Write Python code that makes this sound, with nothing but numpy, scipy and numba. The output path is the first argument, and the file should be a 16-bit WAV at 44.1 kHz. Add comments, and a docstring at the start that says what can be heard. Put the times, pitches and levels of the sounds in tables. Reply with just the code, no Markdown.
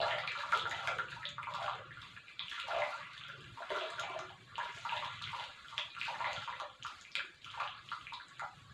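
"""A small tiled kitchen: water glugs from an upturned bottle, trickles down a grater and drops into a half-full
metal pot. Trapped bubbles are short sines gliding upwards; some run together as gurgles whose pitch slides.
Swarms of small bubbles and a crackle of spray swell with each slug of water; single drops tick sharply. Pot
modes, tile echo and singing notes ring on, over a wavering rumble and a thin hiss. A dull phone microphone
colours it all, a noise suppressor trims the tails and the top is cut."""
import sys
import numpy as np
from scipy import signal
from scipy.fft import rfft, irfft, next_fast_len
from scipy.io import wavfile
from scipy.ndimage import uniform_filter1d
from numba import njit

SR = 44100
rng = np.random.default_rng(int(sys.argv[2]) if len(sys.argv) > 2 else 0)


def unload_audio(sound):
    """Save the sound as a 16-bit wav file, at the path given as the first command line argument."""
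    columns = np.transpose(np.atleast_2d(sound))
    # keep every value between -1 and 1, then stretch to whole-number steps
    steps = np.round(np.clip(columns, -1, 1) * 32767)
    wavfile.write(sys.argv[1], SR, steps.astype(np.int16))


N = 385345  # length in samples

# response of the phone microphone: (frequency [Hz], level [dB])
MICROPHONE = [(100, -1.5), (3500, 12), (4400, 7), (5500, -2), (7000, -1.5), (9500, -12.5), (12000, -17.5),
              (12500, -23)]

BUBBLE_GLIDE = 0.0012  # fraction by which the pitch rises per cycle
BUBBLE_RISE_CYCLES = 0.47  # time constant of the swell
LARGEST_DB = 12  # ceiling on the random sizes of small bubbles and spray


def undb(db):
    """Turn decibels into an amplitude factor."""
    return 10 ** (np.asarray(db) / 20)


def level(x, db):
    """Set the RMS level of a sound."""
    return x * undb(db) / np.sqrt(np.mean(x ** 2))


def read(points, hz):
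    """Read a spectrum in dB at given frequencies, straight lines over log frequency."""
    at, db = np.transpose(points)
    return np.interp(np.log(np.maximum(hz, 1)), np.log(at), db)


def colour(x, points):
    """Weight a sound by a spectrum."""
    size = next_fast_len(N + 4096)
    hz = np.arange(size // 2 + 1) * SR / size
    weighted = rfft(x, size) * undb(read(points, hz))
    return irfft(weighted, size)[..., :N]


def highpass(x, order, hz):
    """Remove what lies below a frequency."""
    return signal.sosfilt(signal.butter(order, hz, "high", fs=SR, output="sos"), x)


def walk(rate):
    """Random levels, `rate` new ones per second, slewed from one to the next; spread near 1."""
    hold = int(SR / rate)
    steps = np.repeat(rng.standard_normal(N // hold + 1), hold)
    return uniform_filter1d(steps, hold)[:N] / np.sqrt(2 / 3)


@njit
def plink(s, size, hz, cycles, glide, rise):
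    """Decaying sines that swell at once; a bubble's pitch glides up as it nears the surface.

    The amplitude falls by e every cycles / 2 turns, while the swell takes `rise` turns.
    """
    out = np.zeros(N)
    for k in range(len(s)):
        turn = -(s[k] * SR % 1) * hz[k] / SR  # phase in cycles, starting between samples
        step = hz[k] / SR
        for i in range(int(s[k] * SR) + 1, N):
            turn += step
            step = min(step * (1 + glide * step), .4)
            swell = 1 - np.exp(-turn / rise)
            decay = np.exp(-2 * turn / cycles[k])
            out[i] += size[k] * swell * decay * np.sin(2 * np.pi * turn)
            if turn > 3.5 * cycles[k]:
                break
    return out


def wavering_rumble():
    """Low noise that follows a drawn level curve and wavers at random on top."""
    # spectrum of the rumble, as density: (frequency [Hz], level [dB])
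    rumble_colour = [(25, -32), (60, -13.5), (100, 0.5), (130, 2.5), (180, -7.5), (250, -23.5), (600, -38),
                     (2000, -84)]
    # swells and dips before the microphone: (time [s], level [dB])
    rumble_curve = [(0.0, -52.5), (0.41, -65), (0.44, -69), (0.51, -57.5), (2.11, -59), (2.29, -72),
                    (2.46, -61), (2.55, -83), (2.82, -61.5), (2.97, -69), (3.02, -58), (3.11, -66.5),
                    (3.53, -54.5), (3.62, -90), (3.72, -56.5), (3.89, -80), (3.94, -60), (4.62, -63),
                    (5.28, -57.5), (5.47, -71), (6.33, -59.5), (6.38, -53), (6.47, -71), (6.57, -59),
                    (6.64, -79), (6.84, -58), (6.89, -74.5), (7.96, -60), (8.18, -73), (8.74, -58)]
    flicker_db = 1.2
    waver = undb(flicker_db * walk(16))
    s, db = np.transpose(rumble_curve)
    curve_db = np.interp(np.arange(N) / SR, s, db)
    rumble = colour(rng.standard_normal(N), rumble_colour) * waver
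    return level(rumble, 0) * undb(curve_db)


def steady_rumble():
    """Low noise at one constant level."""
    # spectrum of the rumble, as density: (frequency [Hz], level [dB])
    steady_colour = [(25, -8.5), (60, 3), (180, -6.5), (300, -10.5), (600, -13.5), (2000, -81)]
    return level(colour(rng.standard_normal(N), steady_colour), -66.5)


def hiss():
    """Thin noise whose level flickers at random."""
    # spectrum of the hiss, as density: (frequency [Hz], level [dB])
    hiss_colour = [(800, 3), (3000, -2), (8000, 0)]
    flicker_db = 1.5
    noise = colour(rng.standard_normal(N), hiss_colour)
    return level(noise * undb(flicker_db * walk(11)), -62.5)


def modes(t):
    """Decaying sines at the notes that pot and kitchen ring with, in random phase."""
    # modes, levels relative to each other: (frequency [Hz], level [dB], t60 [s])
    ring = [(364, -8.5, 0.96), (434, -17, 0.39), (523, -0.5, 0.83), (632.5, -4, 0.22), (662.4, 0.5, 0.33),
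            (770, -1, 0.17), (795.3, 6.5, 0.16), (870, -10, 0.28), (960, 14, 0.28), (963, -16.5, 0.61),
            (1020, -0.5, 0.45), (1198, 1, 0.26), (1234, -6.5, 0.48), (1346, -22.5, 0.097), (1436, 1, 0.25),
            (1382, 15, 0.11), (1700, 16, 0.082), (1435, -24, 0.088), (1775, 7, 0.056), (1989, 3, 0.46),
            (2290, -5, 0.085), (2403, -14, 0.5), (2336, 7, 0.34), (2464, -1.5, 0.11), (2500, -4, 0.13),
            (3500, -17, 0.37), (583, 5.5, 0.38), (1110, -1, 0.62), (1301, 8, 0.16), (1446, -4, 0.45)]
    echo = 0
    for hz, db, t60 in ring:
        tone = np.sin(2 * np.pi * (hz * t + rng.random()))
        echo = echo + undb(db) * tone * 1000 ** (-t / t60)
    return level(echo, -7.5)


def tiles(t):
    """Dense echo of the tiled walls: bands of noise, each dying at its own pace."""
    # echo bands before the shared soft onset: (low [Hz], high [Hz], level [dB], t60 [s])
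    tile_bands = [(229, 1240, -9, 0.45), (1370, 6360, -2, 0.32), (5050, 20400, -11, 0.22)]
    echo = 0
    for low_hz, high_hz, db, t60 in tile_bands:
        band_filter = signal.butter(2, (low_hz, high_hz), "band", fs=SR, output="sos")
        band = signal.sosfilt(band_filter, rng.standard_normal(SR))
        echo = echo + level(band * 1000 ** (-t / t60), db)
    return echo


def kitchen(x):
    """The direct sound plus one second of modes, tile echo and single early reflections."""
    # the nearest surfaces answer singly: (delay [s], level [dB])
    first_echoes = [(0.0033, -9), (0.0076, -10), (0.0162, -8)]
    onset_s, pot_low_hz = 0.0053, 315
    t = np.arange(SR) / SR
    echo = modes(t) + tiles(t)
    echo = echo * (1 - np.exp(-(t / onset_s) ** 2))  # the echo builds up over some milliseconds
    echo = echo / np.sqrt(SR)  # from RMS level to the energy of the whole second
    for s, db in first_echoes:
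        echo[int(s * SR)] += undb(db)
    wet = x + signal.fftconvolve(x, echo)[:N]
    return highpass(wet, 4, pot_low_hz)  # a pot this small radiates no bass


def singing():
    """Single notes of the pot wall that outlast a splash: sines of fixed pitch with long decays."""
    # notes, level nominal at the microphone: (time [s], level [dB], pitch [Hz], t60 [s])
    notes = [(0.37, -47, 573, 0.43), (0.535, -38, 1318, 1.2), (1.19, -47.5, 1293, 0.55),
             (1.245, -56, 581, 1.6), (4.035, -47, 2317, 0.75), (3.81, -30.5, 633, 0.23),
             (4.147, -34, 639, 0.24), (4.2, -48.5, 369, 0.52), (4.3, -63.5, 1094, 3.1),
             (4.38, -65, 2300, 0.52), (4.475, -58, 1650, 0.26), (5.9, -52, 2450, .5),
             (8.312, -53, 1120, 0.25), (8.55, -64, 1122, 2.7)]
    s, db, hz, t60 = np.array(notes, float).T.copy()
    cycles = 2 * hz * t60 / np.log(1000)
    return plink(s, undb(db - read(MICROPHONE, hz)), hz, cycles, 0., 8.5)


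def flow(share, sprays, offset_db, swell, fade, dribble_db):
    """Gain that swells to the crest of each slug and fades to a dribble, slopes in dB per second.

    It follows the spray, or else a mix of small and large bubbles with `share` for the large.
    """
    # slugs landing in the pot: (crest time [s], large bubbles [dB], small bubbles [dB], spray [dB])
    slugs = [(0.0, -46, -49.5, -71.5), (0.09, -45, -55, -74.5), (0.39, -52, -56, -74.5),
             (0.531, -42.5, -77, -71), (0.75, -52.5, -54.5, -74), (0.87, -47, -72, -73.5),
             (1.12, -59.5, -60.5, -82), (1.624, -46.5, -54.5, -73), (2.0, -80, -60.5, -96),
             (2.25, -98, -66, -102), (2.55, -87, -49.5, -75.5), (2.72, -42.5, -56.5, -75),
             (2.82, -43.5, -63, -78), (2.92, -54, -57, -73.5), (3.2, -66, -58, -80.5),
             (3.43, -70, -63.5, -80.5), (3.76, -46, -53, -73), (3.97, -55, -63.5, -78),
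             (4.108, -46.5, -62, -79), (4.4, -85, -87, -101), (4.649, -58, -56, -79),
             (4.78, -57, -77, -72.5), (4.955, -53.5, -50.5, -70.5), (5.13, -87, -55, -82),
             (5.3, -71, -54.5, -78), (5.42, -55, -60, -74), (5.74, -61.5, -63.5, -77.5),
             (6.06, -66, -52.5, -71.5), (6.251, -48, -54, -75), (6.42, -54.5, -57.5, -77.5),
             (6.6, -56, -71, -95), (6.91, -64, -69.5, -84), (7.05, -89, -80, -83), (7.3, -89, -86, -91),
             (7.49, -101, -56.5, -78), (7.64, -53, -60, -78.5), (7.93, -86, -70, -79),
             (8.32, -78, -66, -102), (8.45, -91, -83, -79.5), (8.72, -83, -76, -98)]
    s, large_db, small_db, spray_db = np.transpose(slugs)[:, :, None]
    t = np.arange(0, N + 256, 256) / SR
    if sprays:
        crest_db = spray_db + offset_db
    else:
        crest_db = small_db + np.clip(share, 0, 1) * (large_db - small_db) + offset_db
    db = crest_db - np.where(t < s, swell * (s - t), fade * (t - s))
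    power = undb(2 * db).sum(axis=0) + undb(2 * dribble_db)
    return np.interp(np.arange(N) / SR, t, np.sqrt(power))


def random_sizes(luck, scatter_db):
    """Amplitudes of a random crowd: many small, few large."""
    return undb(np.minimum(-scatter_db * np.log(1 - luck), LARGEST_DB))


def ticks():
    """Drops slapping the surface: short bursts of noise, the loud ones placed in a crackle of spray."""
    # loud drops, before slap noise and high-pass: (time [s], level [dB])
    loud_drops = [(0.186, -35), (0.274, -39), (0.3192, -38), (0.4604, -60), (0.5207, -39), (0.5742, -31),
                  (0.6944, -43), (0.7111, -32), (0.874, -30.5), (0.985, -34), (1.084, -59), (1.2903, -41),
                  (1.4284, -36.5), (1.5384, -41), (1.551, -39), (1.6427, -61), (2.0174, -44), (1.916, -56),
                  (2.008, -58), (2.27, -59), (2.2965, -51), (2.376, -65), (2.498, -38.5), (2.6, -33.5),
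                  (2.6823, -42), (2.786, -43), (2.999, -50), (3.071, -52), (3.134, -45), (3.179, -46),
                  (3.2843, -43), (3.4088, -46), (3.5738, -66), (3.7036, -39), (3.902, -56), (3.979, -50),
                  (3.9973, -32), (4.1903, -41), (4.581, -40), (4.7541, -51), (5.0465, -41), (5.222, -37),
                  (5.44, -40), (5.7799, -32.5), (6.0053, -39), (6.1684, -63), (6.331, -35), (6.6, -37),
                  (6.833, -54), (6.8663, -35), (7.012, -52), (7.1172, -55), (7.1538, -33), (7.254, -50),
                  (7.345, -49), (7.421, -48), (7.445, -40.5), (7.6036, -40.5), (8.1345, -41.5),
                  (8.2831, -58), (8.3952, -40)]
    crackle_per_s, scatter_db = 120, 6
    decay_s, low_hz = 0.00063, 2410
    when, luck = rng.random((2000, 2)).T
    used = np.arange(len(when)) < crackle_per_s * N / SR
    landings = np.zeros(N)
    landings[(when * N).astype(int)] = used * random_sizes(luck, scatter_db)
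    landings = level(landings, 0) * flow(
        share=0, sprays=True, offset_db=1.9, swell=81, fade=133, dribble_db=-94.5)
    s, db = np.transpose(loud_drops)
    landings[(s * SR).astype(int)] = undb(db)
    decay = np.exp(-np.arange(256) / SR / decay_s)
    envelope = signal.fftconvolve(landings, decay)[:N]
    slaps = envelope * np.sign(rng.standard_normal(N))
    return highpass(slaps, 2, low_hz)


def swarms():
    """Random small bubbles in four ranges of pitch, each swarm following the flow."""
    # swarms: (lowest [Hz], highest [Hz], bubbles [1/s], ring [cycles], size scatter [dB],
    # share following the large bubbles [0-1], follows the spray [yes/no], offset [dB],
    # swell [dB/s], fade [dB/s], dribble between slugs [dB])
    swarm_table = [(558, 1158, 65, 13, 2.5, 0.98, False, -3.5, 207, 157, -100),
                   (1066, 1796, 100, 10, 2.5, 0.31, False, 1, 113, 64, -75),
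                   (1970, 4300, 200, 4.4, 3.5, 0.14, False, 1.5, 112, 52, -78),
                   (5850, 13000, 350, 2.6, 1.5, 0.05, True, -2, 132, 54, -95.5)]
    out = 0
    for low_hz, high_hz, rate, cycles, scatter_db, *flow_shape in swarm_table:
        when, pitch, luck = rng.random((9000, 3)).T
        used = np.arange(len(when)) < rate * N / SR
        hz = low_hz * (high_hz / low_hz) ** pitch
        size = used * random_sizes(luck, scatter_db)
        swarm = plink(when * (N - 2) / SR, size, hz, cycles + 0 * hz, BUBBLE_GLIDE, BUBBLE_RISE_CYCLES)
        middle_hz = np.sqrt(low_hz * high_hz)
        out = out + level(swarm, -read(MICROPHONE, middle_hz)) * flow(*flow_shape)
    return out


def gurgles():
    """Runs of eight soft bubbles whose pitch slides from one size to another."""
    # runs, level nominal at the microphone:
    # (start [s], length [s], level [dB], from [Hz], to [Hz])
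    runs = [(3.273, 0.14, -47, 590, 390), (3.355, 0.19, -51.5, 360, 256), (5.69, 0.1, -43, 1350, 600),
            (5.79, 0.11, -51, 566, 1150), (0.54, 0.16, -47.5, 408, 268), (0.88, 0.16, -49, 490, 300),
            (6.049, 0.3, -54.5, 335, 286), (4.5, 0.3, -52, 520, 400), (0.22, 0.11, -49.5, 560, 420)]
    spread, cycles, rise_cycles = 0.13, 4.7, 1.9  # spread: largest random detuning, as a fraction
    s, length, db, from_hz, to_hz = np.transpose(runs)[:, :, None]
    jitter, off = rng.random((len(runs), 2, 8)).transpose(1, 0, 2)
    along = (np.arange(8) + jitter) / 8
    hz = from_hz * (to_hz / from_hz) ** along * (1 + spread * (2 * off - 1))
    size = undb(db - read(MICROPHONE, hz)).ravel()
    when = (s + length * along).ravel()
    hz = hz.ravel()
    return plink(when, size, hz, cycles + 0 * hz, BUBBLE_GLIDE, rise_cycles)


def bubbles():
    """The bubbles that stand out, each a short sine; the lowest are gulps of air."""
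    # bubbles, level nominal at the microphone: (time [s], level [dB], pitch [Hz])
    bubble_table = [(0.03, -26.5, 633), (0.05, -27, 1290), (0.089, -34, 1460), (0.112, -22.5, 1880),
                    (0.002, -22.5, 690), (0.015, -22, 4180), (0.061, -25.5, 845), (0.109, -21, 3060),
                    (0.132, -31.5, 602), (0.166, -29.5, 744), (0.184, -24, 1970), (0.235, -28, 1210),
                    (0.276, -24, 4100), (0.277, -19, 2370), (0.312, -30, 1680), (0.352, -27.5, 1280),
                    (0.377, -49, 590), (0.377, -29, 3960), (0.435, -28.5, 1130), (0.521, -24.5, 2210),
                    (0.525, -16, 1320), (0.527, -28, 1060), (0.5332, -26, 1280), (0.536, -36, 640),
                    (0.572, -44, 1320), (0.637, -40, 460), (0.549, -21, 3300), (0.556, -36.5, 455),
                    (0.596, -18.5, 3470), (0.655, -24.5, 1410), (0.674, -35, 805), (0.696, -33, 6900),
                    (0.714, -23.5, 1880), (0.723, -36.5, 760), (0.79, -38, 754), (0.874, -21.5, 1550),
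                    (0.874, -19.5, 2170), (0.874, -23, 3070), (0.88, -28.5, 716), (0.899, -37, 534),
                    (0.911, -26, 1320), (0.963, -42, 490), (0.988, -21.5, 1450), (1.017, -44, 430),
                    (1.085, -32.5, 2650), (1.119, -31, 1550), (1.165, -38.5, 897), (1.231, -29, 1830),
                    (1.243, -49, 583), (1.254, -18.5, 3540), (1.29, -35.5, 6900), (1.382, -26.5, 1204),
                    (1.431, -27.5, 2280), (1.471, -26.5, 1046), (1.51, -42, 593), (1.538, -31, 3560),
                    (1.545, -25.5, 1100), (1.609, -42, 990), (1.643, -27.5, 766), (1.643, -44, 1920),
                    (1.68, -22.5, 1150), (1.709, -36, 785), (1.744, -44, 467), (1.791, -42, 528),
                    (1.854, -51, 334), (1.908, -33.5, 1800), (2.02, -32, 3480), (2.166, -36, 1670),
                    (2.283, -33.5, 2440), (2.3941, -18, 3440), (2.3941, -29.5, 2570), (2.404, -38, 1090),
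                    (1.942, -55, 8050), (1.972, -37, 1430), (2.08, -52, 6500), (2.1815, -51, 7850),
                    (2.282, -58, 5500), (2.165, -36, 2500), (2.483, -27, 2930), (2.514, -25.5, 3220),
                    (2.516, -30.5, 1690), (2.599, -32.5, 2730), (2.579, -31.5, 1320), (2.639, -46, 520),
                    (2.685, -29.5, 800), (2.706, -27, 1300), (2.733, -26, 687), (2.764, -25.5, 656),
                    (2.803, -30, 745), (2.82, -20.5, 2070), (2.821, -28, 830), (3.015, -39, 1747),
                    (3.179, -29, 3530), (3.292, -32.5, 1500), (3.235, -44, 2550), (3.574, -34, 1020),
                    (3.604, -34, 694), (3.622, -32.5, 1470), (3.7035, -28.5, 625), (3.7035, -28, 1960),
                    (3.7035, -32, 2900), (3.7035, -30.5, 960), (3.7035, -38, 1390), (3.746, -28.5, 1320),
                    (3.713, -33, 402), (3.762, -34.5, 384), (3.811, -31.5, 657), (3.811, -25.5, 3170),
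                    (3.851, -39, 434), (3.903, -37.5, 8100), (3.983, -27, 1410), (3.994, -28, 3130),
                    (3.997, -29, 6860), (4.003, -36.5, 665), (4.034, -30.5, 2300), (4.036, -31, 770),
                    (4.098, -42.5, 357), (4.147, -34, 675), (4.191, -35, 6400), (4.194, -31, 1200),
                    (4.197, -49, 340), (4.224, -49, 1290), (4.245, -52, 3540), (4.2946, -37.5, 3130),
                    (4.303, -39, 750), (4.556, -27.5, 2900), (4.581, -25, 993), (4.602, -26.5, 1630),
                    (4.602, -48, 946), (4.629, -46.5, 504), (4.851, -29, 920), (4.852, -26.5, 1240),
                    (4.894, -22.5, 2720), (4.922, -26, 910), (4.967, -23.5, 3600), (5.025, -27, 1030),
                    (5.047, -27, 3630), (5.054, -39.5, 810), (5.216, -34.5, 1230), (5.225, -29, 3650),
                    (5.24, -23, 3250), (5.274, -29.5, 2150), (5.331, -27.5, 1026), (5.355, -46.5, 527),
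                    (5.45, -48, 520), (5.393, -33, 853), (5.398, -27, 3020), (5.576, -43, 1250),
                    (5.647, -39, 1480), (5.684, -33.5, 3300), (5.726, -35, 1120), (5.779, -36, 4530),
                    (5.78, -25.5, 2680), (5.78, -15.5, 3300), (5.785, -33, 1100), (5.905, -34, 3900),
                    (5.95, -32, 2580), (5.966, -33, 1350), (5.998, -32, 4120), (6.014, -18.5, 2530),
                    (6.068, -33, 4600), (6.27, -39, 583), (6.378, -62, 543), (6.081, -28.5, 890),
                    (6.103, -34.5, 785), (6.11, -44, 546), (6.143, -33.5, 880), (6.205, -25, 986),
                    (6.228, -49, 600), (6.244, -21.5, 1990), (6.297, -33.5, 740), (6.331, -39, 607),
                    (6.332, -34, 6930), (6.364, -24.5, 3300), (6.477, -26, 1044), (6.52, -48, 515),
                    (6.526, -31.5, 1930), (6.6, -26.5, 1126), (6.618, -40.5, 571), (6.7, -37.5, 3160),
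                    (6.826, -28, 3020), (6.833, -34, 6600), (6.849, -27, 1240), (6.9, -48.5, 804),
                    (7.012, -36, 6800), (7.051, -34.5, 2340), (7.118, -38.5, 5260), (7.1538, -36, 1630),
                    (7.1538, -17.5, 2460), (7.1538, -19, 3090), (7.1545, -34, 8050), (7.172, -46, 550),
                    (7.194, -25, 1580), (7.24, -49, 343), (7.418, -43, 3730), (7.446, -32, 2900),
                    (7.463, -38, 1280), (7.502, -30, 3130), (7.54, -33, 1130), (7.575, -32.5, 844),
                    (7.6, -26, 2430), (7.603, -22, 1150), (7.615, -41, 587), (7.626, -33.5, 830),
                    (7.676, -26, 2980), (7.889, -30, 3030), (7.779, -41, 4400), (7.8615, -47, 6240),
                    (7.9145, -35, 4240), (7.917, -25, 1244), (8.22, -37, 3960), (8.625, -62, 7800),
                    (7.953, -52, 1160), (8.012, -36, 3100), (8.069, -27.5, 2400), (8.123, -31.5, 1010),
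                    (8.138, -27, 3830), (8.2, -35, 1550), (8.284, -42, 7760), (8.358, -47, 3400),
                    (8.396, -30.5, 1290), (8.43, -30, 1290), (8.395, -33.5, 1950), (8.42, -30, 797),
                    (8.475, -56, 780)]
    cycles_at_1k, cycles_power = 4.36, 0.0029  # nearly the same count of cycles at every pitch
    s, db, hz = np.array(bubble_table, float).T.copy()
    cycles = cycles_at_1k * (hz / 1000) ** cycles_power
    return plink(s, undb(db - read(MICROPHONE, hz)), hz, cycles, BUBBLE_GLIDE, BUBBLE_RISE_CYCLES)


def scene():
    """Bubbles and drops excite pot and kitchen; singing notes and background are added dry."""
    water = bubbles() + gurgles() + swarms() + ticks()
    background = wavering_rumble() + steady_rumble() + hiss()
    return (kitchen(water) + singing() + background)[None]


def suppress(x):
    """Noise suppressor: bands weak for a moment are turned down, so tails end early and strong lines last."""
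    # what it takes for noise: (frequency [Hz], level [dB])
    noise_guess = [(100, -73.5), (300, -80), (700, -66.5), (1200, -79), (3000, -79.5), (6000, -89.5),
                   (12000, -110)]
    floor_db = -9.5  # the most it turns a band down
    hz, _, bands = signal.stft(x, SR, nperseg=1024, noverlap=768)
    power = uniform_filter1d(np.abs(bands) ** 2, size=3, axis=-1) + 1e-18
    share = 1 - undb(2 * read(noise_guess, hz))[:, None] / power
    gain = np.sqrt(np.maximum(share, undb(2 * floor_db)))
    return signal.istft(bands * gain, SR, nperseg=1024, noverlap=768)[1][..., :N]


def record(dry):
    """The microphone lifts the presence range and dulls the treble; noise is suppressed, the top cut."""
    top_hz = 13660
    heard = suppress(colour(dry, MICROPHONE))
    return signal.sosfilt(signal.ellip(10, .2, 70, top_hz, fs=SR, output="sos"), heard)


dry = scene()
out = record(dry)
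unload_audio(out)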